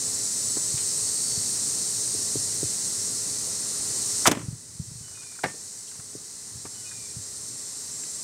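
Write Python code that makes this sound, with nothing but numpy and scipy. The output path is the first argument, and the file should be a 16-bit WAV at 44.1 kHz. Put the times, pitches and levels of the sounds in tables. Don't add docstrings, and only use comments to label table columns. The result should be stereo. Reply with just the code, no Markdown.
import sys
import numpy as np
from scipy import signal
from scipy.fft import rfft, irfft, next_fast_len
from scipy.io import wavfile

SR = 44100
rng = np.random.default_rng(int(sys.argv[2]) if len(sys.argv) > 2 else 0)


def dump_mix(stems):
    frames = np.atleast_2d(stems).T
    limited = np.clip(frames, -1, 1)
    pcm = np.round(limited * 32767).astype(np.int16)
    wavfile.write(sys.argv[1], SR, pcm)


N = 363173


def slam(yard_s=4.285, yard_db=-33, crack_t60_s=0.029):
    # start in seconds, crack level in dB, body level in dB.
    contacts = [(4.2657, -13, -29), (4.2725, -6.5, -15.5), (4.2790, -14.5, -18), (4.295, -35, -33),
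                (4.3136, -18.5, -23), (4.3168, -20, -23.5)]
    # frequency in Hz, level in dB per Hz.
    crack_colour = [(300, -32), (1000, -14), (2400, -4), (3500, 0), (4400, -7), (5500, 2.5), (7500, -0.5),
                    (11000, -7), (15500, -18)]
    # frequency in Hz, level in dB per Hz, t60 in seconds.
    door_body = [(50, -28, .15), (110.4, -5, .18), (200, -7, .13), (414, -2, 0.098), (700, -3.5, 0.049),
                 (1180, -7, 0.06), (2220, -11, 0.083), (3500, -16, .05), (7000, -30, .04),
                 (15000, -46, .04)]
    # frequency in Hz, level in dB, t60 in seconds.
    panel_modes = [(128, -23, .3), (166, -19, 0.84), (240, -16, 0.19), (298, -7, 0.28), (427, -12, 0.14),
                   (620, -16, .16), (887, -27, 0.27), (1015, -19, .16), (1157, -27.5, .25),
                   (1580, -24, .18)]
    # start in seconds, level in dB, frequency in Hz, cycles to fullest swing.
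    seal_pushes = [(4.2805, -9.5, 287, 0.57), (4.315, -13, 275, .6), (4.3712, -21, 280, 0.54)]

    out = latch_squeal()
    dying_run = rattle(4.329, gap_s=0.0215, db=-30.5, loss_db=2.6, count=5)
    touches = [(s, db - 8.5, db) for s, db in dying_run]
    for s, crack_db, body_db in list(contacts) + touches:
        crack = noise(crack_colour, size=len(age())) * fade(crack_t60_s)
        add(out, s, from_db(crack_db) * crack)
        add(out, s, from_db(body_db) * clatter(door_body))
    for s, db, hz, cycles in seal_pushes:
        push = thump(hz, cycles) + from_db(-10) * ring(panel_modes)
        add(out, s, from_db(db) * push)
    add(out, yard_s, from_db(yard_db) * yard())
    return out


def latch_squeal(rasp_db=1.0):
    # time in seconds, squeal pitch in Hz, level in dB.
    ride = [(4.2548, 1444, -90), (4.2558, 1420, -20), (4.2635, 1330, -19), (4.2680, 1120, -23.5),
            (4.2730, 1055, -19.5), (4.2790, 940, -26), (4.2880, 900, -90)]
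    # frequency in Hz, level in dB per Hz.
    rasp_colour = [(200, -35), (600, -2), (1300, -4), (2100, -4), (2900, -13), (3800, -20), (12000, -35)]
    hz, db = in_time(ride)
    squeal = wavering_tone(hz, wander_hz=89.8, rate=294)
    rasp = from_db(rasp_db) * long_noise(rasp_colour)
    return from_db(db) * (squeal + rasp)


def rattle(start, gap_s, db, loss_db, count):
    return [(start + k * gap_s, db - k * loss_db) for k in range(count)]


def yard(build_s=0.014):
    # frequency in Hz, level in dB per Hz, t60 in seconds.
    yard_body = [(60, -14, .4), (150, 4, 0.64), (420, -5, 0.68), (800, -15, 0.73), (1600, -11, 0.54),
                 (2800, -10, .38), (5000, -20, 0.33), (14000, -40, .2)]
    return clatter(yard_body) * (1 - np.exp(-age() / build_s))


def rear_door(lowest_hz=75, yard_db=-45):
    # start in seconds, clack level in dB.
    releases = [(5.4358, -31), (5.4393, -18), (5.4424, -24), (5.4589, -32)]
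    # frequency in Hz, level in dB per Hz, t60 in seconds.
    clack_body = [(25, -45, .06), (65, -14, 0.087), (124, 2, 0.16), (280, -11, 0.099), (654, 2, .08),
                  (1100, -3.5, 0.044), (1920, 3.5, 0.051), (2930, -16, .045), (4600, -12, 0.056),
                  (7000, -19, .03), (15000, -36, .03)]
    # frequency in Hz, level in dB, t60 in seconds.
    claw_modes = [(253, -17, 0.13), (402, -13, 0.09), (510, -17, 0.16), (662, -6, 0.097), (870, -14, 0.068),
                  (1160, -15, .14), (1450, -9, .06), (1640, -6, 0.07), (1809, -11.5, 0.27),
                  (1990, -12, 0.04), (2190, -21, 0.21), (2760, -18, .08), (4620, -18, 0.06)]

    out = np.zeros(N)
    rods = rattle(5.482, gap_s=0.015, db=-36.5, loss_db=6, count=3)
    for s, db in list(releases) + rods:
        add(out, s, from_db(db) * clatter(clack_body))
    claw_s, claw_db = 5.4393, -22
    add(out, claw_s, from_db(claw_db) * ring(claw_modes) + from_db(yard_db) * yard())
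    return signal.sosfilt(signal.butter(4, lowest_hz, "high", fs=SR, output="sos"), out)


def handling(cycles=0.47, shudder_t60=0.16):
    # start in seconds, level in dB.
    knocks = [(0.570, -25), (2.148, -28.5), (2.3559, -20), (2.630, -20), (6.152, -30), (6.652, -33)]
    # start in seconds, level in dB.
    bumps = [(0.74, -26), (1.374, -30), (4.483, -20.5), (4.527, -25.5), (4.797, -22), (4.914, -33),
             (4.954, -35), (5.008, -35.5), (5.99, -40), (6.554, -34), (7.166, -30.5)]
    # start in seconds, length in seconds, level in dB.
    grip_shifts = [(4.38, 0.18, -45), (4.61, 0.64, -52), (6.5, 0.19, -50), (6.92, 0.32, -54)]
    rumble = [(25, -28), (60, -16), (110, 5.5), (170, -8.5), (300, -20.5), (900, -64), (3000, -90)]
    knock_hz, knock_shudder_db = 347, -11
    bump_hz, bump_shudder_db = 133, -9.5
    bounce_s, bounce_db = 0.0071, -9.5

    grip = sum(from_db(db) * swell(s, length, fade_s=0.028) for s, length, db in grip_shifts)
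    lumps = from_db(3.5 * drift(20))
    out = grip * lumps * long_noise(rumble)
    for blows, hz, shudder_db in (knocks, knock_hz, knock_shudder_db), (bumps, bump_hz, bump_shudder_db):
        for s, db in blows:
            shudder = noise(rumble, size=len(age())) * fade(shudder_t60) * (1 - fade(.06))
            add(out, s, from_db(db) * (thump(hz, cycles) + from_db(shudder_db) * shudder))
    for s, db in knocks:
        add(out, s + bounce_s, from_db(db + bounce_db) * thump(knock_hz, cycles))
    return out


def ticks(rise_s=0.0064):
    # start in seconds, level in dB, pitch in Hz, t60 in seconds,
    # level an octave away from the pitch in dB.
    bursts = [(0.568, -37.5, 800, 0.089, -1), (0.774, -41, 2200, .2, -2), (3.467, -40, 490, 0.18, -17),
              (5.229, -46, 1600, .06, -12), (5.354, -44, 1540, .04, -35), (5.390, -39, 1440, .03, -55),
              (5.4575, -26, 460, 0.045, -22), (5.541, -44, 430, 0.13, -20), (5.875, -51, 3200, 0.11, -25),
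              (6.652, -35.5, 980, 0.065, -7), (6.912, -47, 1600, 0.1, -30), (8.034, -41, 1920, 0.03, -15)]
    out = np.zeros(N)
    for s, db, hz, t60, skirt_db in list(bursts) + fidgets():
        colour = [(hz / 10, skirt_db - 2), (hz / 2, skirt_db), (hz, 0),
                  (hz * 2, skirt_db), (hz * 10, skirt_db - 50)]
        burst = noise(colour, size=len(age())) * fade(t60) * (1 - fade(rise_s))
        add(out, s, from_db(db) * burst)
    return out


def fidgets(spread_db=2.0, spread_octaves=0.32, skirt_db=-10):
    # start in seconds, end in seconds.
    spells = [(5.06, 5.4), (5.89, 6.0)]
    gap_s, middle_db, middle_hz, t60_s = 0.045, -51, 1240, 0.07
    times = np.concatenate([np.arange(start, end, gap_s) for start, end in spells])
    chances = rng.uniform(-1.1, 1, (len(times), 3))
    rows = []
    for s, (late, force, pitch) in zip(times, chances):
        start = s + gap_s * late / 2
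        db = middle_db + spread_db * force
        hz = middle_hz * 2 ** (spread_octaves * pitch)
        rows.append((start, db, hz, t60_s, skirt_db))
    return rows


def bird(sag_db=-7, echo_db=-4, trees_t60=0.91, tremble_db=3.0):
    # delay in seconds, length in seconds, start pitch in Hz, end pitch in Hz,
    # level in dB, first partial in dB, third partial in dB (both against the second).
    notes = [(0, 0.154, 1504, 1447, -4.5, -4, -16), (0.108, 0.235, 1255, 1153, 1, -23, -8)]
    # start in seconds, level in dB.
    calls = [(5.028, -53), (6.736, -51.5)]
    out = np.zeros(N)
    for delay, length, start_hz, end_hz, db, first_db, third_db in notes:
        along = np.minimum(age() / length, 1)
        phase = 2 * np.pi * np.cumsum(start_hz + (end_hz - start_hz) * along) / SR
        edges = np.clip(along * 10, 0, 1) * np.clip((1 - along) * 10, 0, 1)
        envelope = edges * from_db(db + sag_db * along)
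        partials = [first_db, 0, third_db]
        tone = sum(from_db(part_db) * np.sin((k + 1) * phase) for k, part_db in enumerate(partials))
        for s, call_db in calls:
            add(out, s + delay, from_db(call_db) * envelope * tone)
    out = out * from_db(tremble_db * drift(22))
    trees = rng.standard_normal(len(age())) * fade(trees_t60)
    trees = trees / np.linalg.norm(trees)
    return out + from_db(echo_db) * signal.fftconvolve(out, trees)[:N]


def background(hum_db=-46, hum_sway_db=0.74):
    # frequency in Hz, level in dB per Hz.
    hum_colour = [(20, -18), (45, -15), (75, -11.5), (105, 1), (150, -4.5), (200, -4.5), (300, -6.5),
                  (440, -11), (540, -12.5), (800, -21), (2000, -47)]
    # frequency in Hz, level in dB per Hz.
    air_colour = [(250, -29), (600, -1.5), (1100, 0.5), (1700, -0.5), (1950, 0.5), (2300, -3), (3000, -5.5),
                  (5000, 4.5), (9000, -40)]
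    # time in seconds, level in dB.
    chorus_level = [(0, -28.5), (1.0, -27.5), (2.3, -28), (3.65, -30), (4.22, -27.2), (4.5, -30.5),
                    (5.7, -27.5), (6.05, -30), (8.24, -28.5)]
    # time in seconds, level in dB.
    air_level = [(0, -48.5), (3.3, -48.5), (4.2, -45.5), (8.24, -45.3)]

    chorus = from_db(in_time(chorus_level)[0]) * cicadas()
    hum = long_noise(hum_colour) + from_db(-8.5) * wavering_tone(420.7, wander_hz=3.95, rate=12.16)
    hum = from_db(hum_db + hum_sway_db * drift(2.4)) * hum
    air = from_db(in_time(air_level)[0]) * off_the_car(long_noise(air_colour), echo_db=-20.0)
    return dip() * (chorus + hum + air)


def dip(start_s=4.262, fall_s=0.066, depth_db=14.5, recovery_db_per_s=1.95):
    since = np.maximum(np.arange(N) / SR - start_s, 0)
    fall_db = depth_db * np.minimum(since / fall_s, 1)
    return from_db(np.minimum(recovery_db_per_s * since - fall_db, 0))


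def cicadas(flutter_db=0.18, count=12):
    # frequency in Hz, level in dB per Hz.
    hiss_colour = [(2500, -27), (3400, -24.5), (3750, -17), (4100, -9.5), (4800, -9.5), (5600, -4),
                   (6800, -3), (8300, 0), (9100, -3), (10000, -12.5), (11500, -18.5), (13000, -24),
                   (15700, -30.5), (18000, -44)]
    # start in seconds,
    # length in seconds, pitch in Hz, level in dB against the hiss.
    clear_shrills = [(-0.1, 0.9, 7900, -9), (0, 0.88, 7113, -14), (0.95, 0.64, 4485, -15),
                     (0.5, 0.88, 8177, -13), (1.3, 1.0, 8700, -12.5), (0.8, 0.59, 8500, -10),
                     (6.5, 1.9, 7500, -11), (7.7, 0.7, 7500, -11.5)]
    chorus = off_the_car(long_noise(hiss_colour), echo_db=-16.5)
    chorus = chorus + sum(shrill(*row) for row in clear_shrills)
    faint_hz, faint_spread_hz, faint_length_s, faint_db = 8310, 600, 0.97, -18
    for middle in np.linspace(0, N / SR, count):
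        hz = faint_hz + faint_spread_hz * rng.uniform(-1, 1)
        chorus = chorus + shrill(middle - faint_length_s / 2, faint_length_s, hz, faint_db)
    return chorus * from_db(flutter_db * drift(16))


def shrill(start, length, hz, db, shimmer_db=2.5):
    shimmer = from_db(db + shimmer_db * drift(13))
    return swell(start, length, fade_s=0.15) * shimmer * wavering_tone(hz, wander_hz=16, rate=39.7)


def off_the_car(x, echo_db):
    lags = (rng.uniform(.001, .02, size=8) * SR).astype(int)
    return rms_one(x + from_db(echo_db) * sum(np.roll(x, lag) for lag in lags))


def microphone_noise(level_db=-64.5):
    # frequency in Hz, level in dB per Hz.
    self_colour = [(20, 10), (70, 12), (200, -2), (1000, -10), (6000, -14), (15000, -10)]
    return from_db(level_db) * long_noise(self_colour)


def ring(modes):
    out = 0
    for k, (hz, db, t60) in enumerate(modes):
        strength = from_db(db + rng.normal(0, 1)) * (-1) ** k
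        out = out + strength * np.sin(2 * np.pi * hz * age()) * fade(t60)
    return out


def clatter(body):
    size = len(age())
    spectrum, hz = rfft(noise(body, size=size)), np.fft.rfftfreq(size, 1 / SR)
    out = 0
    for centre in 32 * 2. ** np.arange(10):
        share = np.maximum(1 - abs(np.log2((hz + 1) / centre)), 0)
        out = out + irfft(spectrum * share) * fade(at_hz(body, centre, axis=2))
    return out


def thump(hz, cycles):
    progress = age() * hz / cycles
    return progress * np.exp(1 - progress) * np.sin(2 * np.pi * hz * age())


def wavering_tone(hz, wander_hz, rate):
    return np.sqrt(2) * np.sin(2 * np.pi * np.cumsum(hz + wander_hz * drift(rate)) / SR)


def drift(rate):
    step = 40
    r = np.exp(-2 * np.pi * rate * step / SR)
    slow = signal.lfilter([1], [1, -2 * r, r * r], rng.standard_normal(N // step + 2002))
    slow = slow[2000:]
    return np.interp(np.arange(N) / step, np.arange(len(slow)), rms_one(slow))


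def noise(spectrum, size=N):
    hz = np.fft.rfftfreq(size, 1 / SR)
    white = rfft(rng.standard_normal(size))
    return rms_one(irfft(white * from_db(at_hz(spectrum, hz)), size))


def long_noise(spectrum):
    return noise(spectrum, size=next_fast_len(N, True))[:N]


def at_hz(points, hz, axis=1):
    points = np.array(points)
    return np.interp(np.log(hz + 1), np.log(points[:, 0]), points[:, axis])


def in_time(rows):
    s, *columns = np.transpose(rows)
    return [np.interp(np.arange(N) / SR, s, column) for column in columns]


def swell(start, length, fade_s):
    since = np.arange(N) / SR - start
    return np.clip(np.minimum(since, length - since) / fade_s, 0, 1)


def age():
    return np.arange(2 ** 15) / SR


def fade(t60):
    return np.exp(-np.log(1000) * age() / t60)


def add(out, s, sound):
    start = round(s * SR)
    out[start:start + len(sound)] += sound[:N - start]


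def from_db(db):
    return 10 ** (np.asarray(db) / 20)


def rms_one(x):
    return x / np.sqrt(np.mean(x ** 2) + 1e-20)


def scene():
    car = slam() + rear_door() + ticks()
    mono = car + handling() + bird() + background() + microphone_noise()
    return np.array([mono, mono])


def record(dry, bass_cut_hz=45, top_cut_hz=15750, ceiling=.75):
    thin = signal.sosfilt(signal.butter(2, bass_cut_hz, "high", fs=SR, output="sos"), dry)
    rounded = ceiling * np.tanh(thin / ceiling)
    return signal.sosfilt(signal.ellip(12, .1, 80, top_cut_hz, fs=SR, output="sos"), rounded)


dry = scene()
out = record(dry)
dump_mix(out)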